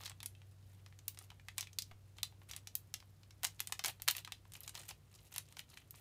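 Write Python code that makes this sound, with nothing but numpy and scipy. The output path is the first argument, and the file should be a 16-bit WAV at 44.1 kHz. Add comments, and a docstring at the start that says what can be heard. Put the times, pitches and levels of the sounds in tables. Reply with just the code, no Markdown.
"""A small clear plastic packet is picked at and pulled open by fingers, close by, in a carpeted room.
Its stiff film buckles in sharp snaps: noise jolts shaped by the ringing modes of the facet that flips.
Sliding film rustles as many tiny creases and filtered noise under uneven strokes; small random ticks grow
louder and softer with them. Dull bumps come from fingers and the toy inside.
A low sine hum near 97 Hz, slowly changing in level, and softly hissing filtered noise lie underneath."""
import sys
import numpy as np
from scipy import signal
from scipy.fft import rfft, irfft, next_fast_len
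from scipy.io import wavfile
from scipy.ndimage import uniform_filter1d, map_coordinates

SR = 44100
rng = np.random.default_rng(int(sys.argv[2]) if len(sys.argv) > 2 else 0)


def digitize_waveform(pressure):
    """Quantize a signal to 16-bit integers and store it at the path in sys.argv[1].

    Rows of a 2-D input are taken as channels; values are limited to [-1, 1].
    """
    field = np.atleast_2d(pressure).T
    bounded = np.clip(field, -1, 1)
    quanta = np.round(bounded * 32767).astype(np.int16)
    wavfile.write(sys.argv[1], SR, quanta)


N = 264952  # length in samples
TOP_HZ = 15500  # upper band limit


def amp(db):
    """Amplitude ratio: 20 dB make a factor of ten."""
    return 10 ** (np.asarray(db) / 20)


def unit(x):
    """Normalisation: scale a signal to rms 1."""
    return x / np.sqrt(np.mean(x ** 2) + 1e-20)


def along(points, hz):
    """Spectral envelope: (Hz, value) points interpolated on a logarithmic frequency axis."""
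    point_hz, values = np.transpose(points)
    return np.interp(np.log(hz + 1), np.log(point_hz + 1), values)


def curves(rows):
    """Slow variation: each column after the time, interpolated to one value per sample."""
    seconds, *columns = np.transpose(rows)
    t = np.arange(N) / SR
    return [np.interp(t, seconds, column) for column in columns]


def filtered(x, response):
    """Linear filtering: the spectrum of x times a function of frequency."""
    size = next_fast_len(N + 8192)
    hz = np.fft.rfftfreq(size, 1 / SR)
    return irfft(rfft(x, size) * response(hz), size)[:N]


def causal(gain):
    """Minimum phase: folding the cepstrum gives a response of this gain that rings only after it is struck."""
    cepstrum = irfft(np.log(np.maximum(gain, 1e-6)))
    half = len(cepstrum) // 2
    cepstrum[1:half] *= 2
    cepstrum[half + 1:] = 0
    return np.exp(rfft(cepstrum))


def add(track, s, sound):
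    """Superposition: mix a sound into the track at time s in seconds."""
    start = max(0, round(s * SR))
    track[start:start + len(sound)] += sound[:max(0, N - start)]


def snap(pitch_hz, below, above, flip_t60=0.001, flutter_db=-8, flutter_t60=0.019, ring_db=-5, ring_q=12, size=2048):
    """Snap-through buckling: one facet flips, flutters through the sheet and rings in its modes; energy 1."""
    # What the packet radiates. Each point: frequency in Hz, gain in dB.
    film_gain = [(100, -22), (250, -24), (390, -10), (570, -14), (760, 2), (1100, 1.5), (1550, -0.5),
                 (1950, 3), (4000, 3.5), (5000, 0.5), (6500, 1), (15000, -2.5)]
    t = np.arange(size) / SR
    hz = np.fft.rfftfreq(size, 1 / SR) + 1
    flip = rfft(rng.standard_normal(size) * amp(-60 * t / flip_t60))
    flutter = rfft(rng.standard_normal(size) * amp(flutter_db - 60 * t / flutter_t60))
    # the flutter carries less treble than the flip itself
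    jolt = flip + flutter / (1 + 1j * hz / 6000)
    # even out the noise burst's broad spectrum, so that the colour is set below
    broad_power = uniform_filter1d(np.abs(jolt) ** 2, size=40)
    jolt *= causal(np.abs(broad_power) ** -.5)

    # below and above are slopes in dB per octave on either side of the facet's pitch:
    # a facet radiates poorly below it, and a soft crease loses the treble
    octaves = np.log2(hz / pitch_hz)
    slopes = below * np.minimum(octaves, 0) - above * np.maximum(octaves, 0)
    colour = amp(along(film_gain, hz) + slopes)
    # three damped modes cluster around the pitch
    modes_hz = pitch_hz * np.exp(rng.normal(0, 0.1, size=(3, 1)))
    detuning = hz / modes_hz - modes_hz / hz
    ring = 1 + amp(ring_db) * np.sum(1 / (1 + (ring_q * detuning) ** 2), axis=0)
    band = amp(-60 * np.clip((hz - TOP_HZ) / 2000, 0, 1))
    return unit(irfft(jolt * causal(colour * ring * band))) * np.sqrt(SR / size)


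def buckling():
    """Elastic instability: facets of the film snap over, duller the gentler they are, each with a short echo."""
    # Facets that buckle loudly enough to stand out. Each row: start in seconds, energy in dB before the echo,
    # facet pitch in Hz, fall below the pitch in dB per octave.
    snaps = [(0.036, -74.5, 5000, 3), (0.0576, -69.5, 4000, 11), (0.0618, -67, 4800, 2),
             (0.077, -73, 5290, -1), (0.097, -70.5, 8030, 1.5), (0.1168, -78, 3050, -2.5),
             (0.2039, -72.5, 3770, 3), (0.2302, -68.5, 12180, 0), (0.2599, -61.5, 11100, 5.5),
             (0.3508, -85, 2900, 10), (0.4181, -85, 2920, -1), (0.8627, -79.5, 5400, -2),
             (0.9258, -86.5, 2000, 5), (0.9898, -80, 6990, 2.5), (1.081, -58, 14700, 5.5),
             (1.1468, -84, 10000, 1), (1.174, -77, 5290, -1.5), (1.189, -71.5, 9100, 4.5),
             (1.303, -76, 3000, 0.5), (1.3974, -83.5, 1900, 4), (1.485, -68, 1950, 4.5),
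             (1.5812, -58, 8900, 2), (1.585, -66, 2330, 15), (1.5967, -71, 5200, 1), (1.6088, -61, 6100, 7),
             (1.6276, -70.5, 3700, 1), (1.6714, -75.5, 2300, 11), (1.7309, -80, 6400, 5.5),
             (1.7866, -56, 4500, 9), (1.8217, -65, 5200, 12), (1.913, -77, 2640, -4.5),
             (2.1847, -75, 3490, -1), (2.2311, -55, 3800, 11.5), (2.5123, -67.5, 6080, 2.5),
             (2.535, -70.5, 3260, 2), (2.5643, -66.5, 9000, 3.5), (2.6725, -68.5, 5670, 3.5),
             (2.7533, -55.5, 13400, 7.5), (2.9406, -60.5, 5700, 3.5), (3.0027, -80.5, 4590, 2),
             (3.233, -84.5, 4440, 0.5), (3.3073, -81, 6000, 1), (3.4334, -61.5, 14700, 1),
             (3.4378, -66, 9000, -1.5), (3.4448, -58, 7000, 4), (3.449, -53.5, 6700, 1),
             (3.4687, -68, 7000, 14), (3.5947, -73, 3300, 5.5), (3.6035, -57, 12000, 1),
             (3.6731, -64.5, 8800, 4), (3.7233, -57.5, 6900, -0.5), (3.7931, -62.5, 5290, -1),
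             (3.8395, -61.5, 5200, 1), (3.8467, -56.5, 5900, -1.5), (3.859, -58.5, 13000, 0.5),
             (3.8823, -61, 15000, 0.5), (3.9992, -80, 4630, -4.5), (4.0206, -64.5, 12800, 4),
             (4.0788, -52.5, 1760, 0.5), (4.0851, -48, 3900, 0.5), (4.1009, -59, 3000, 8),
             (4.1099, -56, 15000, 4), (4.151, -67.5, 2460, 5), (4.1666, -63, 13000, 2.5),
             (4.1818, -67, 3100, 7.5), (4.2484, -68.5, 3420, 5.5), (4.2757, -71, 1430, 1),
             (4.3213, -64, 3660, 2.5), (4.5206, -78, 9230, 1.5), (4.5364, -74, 11000, 3),
             (4.5527, -73, 2650, 4), (4.6058, -72.5, 12000, 14), (4.6776, -67, 7010, 1),
             (4.6937, -70, 8700, 2.5), (4.7523, -68, 6000, 0.5), (4.7758, -75, 4590, -1.5),
             (4.8908, -68.5, 7490, 2), (5.3619, -64.5, 12000, 0.5), (5.3814, -59, 10600, 3),
             (5.5247, -81, 9470, 0), (5.569, -72.5, 5500, -2), (5.5926, -66.5, 2870, 5.5),
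             (5.7731, -73, 2020, 8.5), (5.908, -71.5, 13000, 8)]
    # a firm snap's energy in dB, its treble loss above the pitch in dB per octave, added loss per dB gentler
    firm_db, firm_fall, dulling_per_db = -65.5, 4, 0.22
    track = np.zeros(N)
    for s, db, pitch_hz, below in snaps:
        above = max(0, firm_fall + dulling_per_db * (firm_db - db))
        add(track, s, amp(db) * room(snap(pitch_hz, below, above), wet_db=-10.5))
    return track


def bumps():
    """Soft impact: fingers and the toy inside excite low, barely ringing modes, each with a short echo."""
    # Dull bumps. Each row: start in seconds, energy in dB before the echo.
    knocks = [(0.006, -78), (0.03, -83), (0.107, -81), (1.213, -84), (1.317, -82), (1.916, -81.5),
              (2.234, -75.5), (2.324, -89), (2.417, -85), (3.026, -84.5), (3.437, -68), (3.697, -81.5),
              (3.888, -70.5), (4.453, -86), (4.908, -77.5), (5.942, -84)]
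    track = np.zeros(N)
    for s, db in knocks:
        bump = snap(pitch_hz=835, below=-1, above=7.4, ring_db=-25)
        add(track, s, amp(db) * room(bump, wet_db=-11))
    return track


def effort():
    """Stick-slip friction: a gain per sample in which each stroke rises, holds unevenly and fades."""
    # Strokes that slide and bend the film. Each row: time of full rise in seconds,
    # length until release in seconds, nominal level in dB.
    strokes = [(0.0, 0.058, -55.5), (0.63, 0.2, -76), (1.195, 0.046, -66), (1.577, 0.066, -62),
               (2.171, 0.04, -69), (2.493, 0.083, -60.5), (3.435, 0.041, -55.5), (3.5, 0.36, -73.5),
               (3.849, 0.046, -46), (4.081, 0.025, -51.5), (4.157, 0.041, -58), (4.538, 0.13, -63.5),
               (4.746, 0.074, -56.5), (4.823, 0.045, -64), (4.89, 0.02, -53), (5.118, 0.16, -68),
               (5.312, 0.086, -60.5), (5.456, 0.087, -71), (5.576, 0.027, -59.5), (5.689, 0.13, -68),
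               (5.952, 0.08, -62)]
    attack_s, release_s = 0.019, 0.025
    held_db = -83.5  # between strokes the held film barely stirs
    catches_per_s, catch_db = 90, 2.5  # rate and spread of catching and slipping under the fingertips
    t = np.arange(N) / SR
    gain = np.full(N, amp(held_db))
    for s, length, db in strokes:
        rise = np.clip(1 + (t - s) / attack_s, 0, 1)
        fade = np.clip(1 - (t - s - length) / release_s, 0, 1)
        gain = np.maximum(gain, amp(db) * (rise * fade) ** 2)
    catching = map_coordinates(rng.standard_normal(N), [t * catches_per_s])
    return gain * unit(amp(catch_db * catching))


def rustle(gain, creases_per_s=520, spread_db=6.5, rub_db=-8, count=24):
    """Crackling noise: sliding film sums many tiny creases, a few much larger than the rest, and a soft rub."""
    # Spectrum of film rubbing on fingertips. Each point: frequency in Hz, relative density in dB per Hz.
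    rub_density = [(150, -17), (350, 10), (560, 10), (780, 14), (1400, -17), (2800, 9.5), (6000, -6),
                   (11000, 3.5), (15000, 3)]
    creases = np.zeros(N)
    for pitch_hz in np.geomspace(800, 13000, num=count):
        times = rng.integers(N, size=round(creases_per_s * N / SR / count))
        sizes = amp(spread_db * np.minimum(rng.exponential(size=len(times)), 2))
        # the stiff little folds snap hardest
        crease = snap(pitch_hz, below=7.2, above=10.0) * np.sqrt(pitch_hz)
        creases += signal.oaconvolve(np.bincount(times, sizes, N), crease)[:N]
    rub = unit(filtered(rng.standard_normal(N), lambda hz: amp(along(rub_density, hz))))
    return room((unit(creases) + amp(rub_db) * rub) * gain, wet_db=-11.0)[:N]


def ticks(gain):
    """Random point process: small facets flip at chance moments, as loudly as the fingers press."""
    ticks_per_s, tick_db, spread_db = 40, -26.5, 4  # energy in dB against the stroke gain, scatter either way
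    low_hz, high_hz = 2220, 12000
    track = np.zeros(N)
    for when, pitch, strength in rng.random((round(ticks_per_s * N / SR), 3)):
        pitch_hz = low_hz * (high_hz / low_hz) ** pitch
        db = tick_db + spread_db * (2 * strength - 1)
        tick = snap(pitch_hz, below=2.5, above=11)
        add(track, when * N / SR, gain[int(when * N)] * amp(db) * tick)
    return room(track, wet_db=-11)[:N]


def room(x, wet_db, delay=0.0014, dull_hz=9000, size=8192):
    """Diffuse reverberation: decaying noise answers from the walls; carpet and cloth soak up its treble."""
    # The room's decay. Each point: frequency in Hz, time to fall by 60 dB in seconds.
    decay_t60 = [(300, 0.096), (3000, 0.15), (8000, 0.14), (15000, 0.14)]
    hz, t, noise = signal.stft(rng.standard_normal(size), SR, nperseg=256)
    decay = amp(-60 * t / along(decay_t60, hz)[:, None])
    absorption = np.hypot(1, hz / dull_hz)[:, None]
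    tail = signal.istft(noise * decay / absorption, SR, nperseg=256)[1]
    tail = tail * (1 - np.exp(-(np.arange(size) / SR / delay) ** 2))  # the answer builds up gradually
    answer = amp(wet_db) * tail / np.linalg.norm(tail)
    answer[0] += 1  # the direct sound
    return signal.fftconvolve(x, answer)


def background():
    """Tones in broadband noise: a low hum slowly changing in level and a faint mains line over rumble and hiss."""
    # The low hum near 97 Hz. Each row: time in seconds, frequency in Hz, rms level in dB.
    hum_course = [(0.0, 96.54, -59), (4.52, 97.68, -65), (5.86, 96.3, -71), (6.01, 102.7, -66)]
    # Spectrum of the room's air. Each point: frequency in Hz, relative density in dB per Hz.
    air_density = [(20, -28.5), (42, -3.5), (58, 2.5), (70, 4), (82, -1), (110, 4), (155, 2.5), (195, -9),
                   (400, -13.5), (900, -21), (2000, -25), (6000, -29), (15000, -33)]
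    hum_hz, hum_db = curves(hum_course)
    hum_phase = 2 * np.pi * np.cumsum(hum_hz) / SR
    hum = np.sqrt(2) * amp(hum_db) * np.sin(hum_phase)
    mains = amp(-75.0) * np.sin(2 * np.pi * 59 * np.arange(N) / SR)
    air = unit(filtered(rng.standard_normal(N), lambda hz: amp(along(air_density, hz))))
    return hum + mains + amp(-66) * air


def scene():
    """Superposition: the packet's sounds and the quiet room add up in one channel."""
    gain = effort()
    packet = buckling() + bumps() + rustle(gain) + ticks(gain)
    return (packet + background())[None]


def record(dry):
    """Band limitation: a very steep low-pass keeps next to nothing above the limit."""
    def low_pass(hz):
        return 1 / np.sqrt(1 + (hz / TOP_HZ) ** 160)
    return np.array([filtered(channel, low_pass) for channel in dry])


dry = scene()
out = record(dry)
digitize_waveform(out)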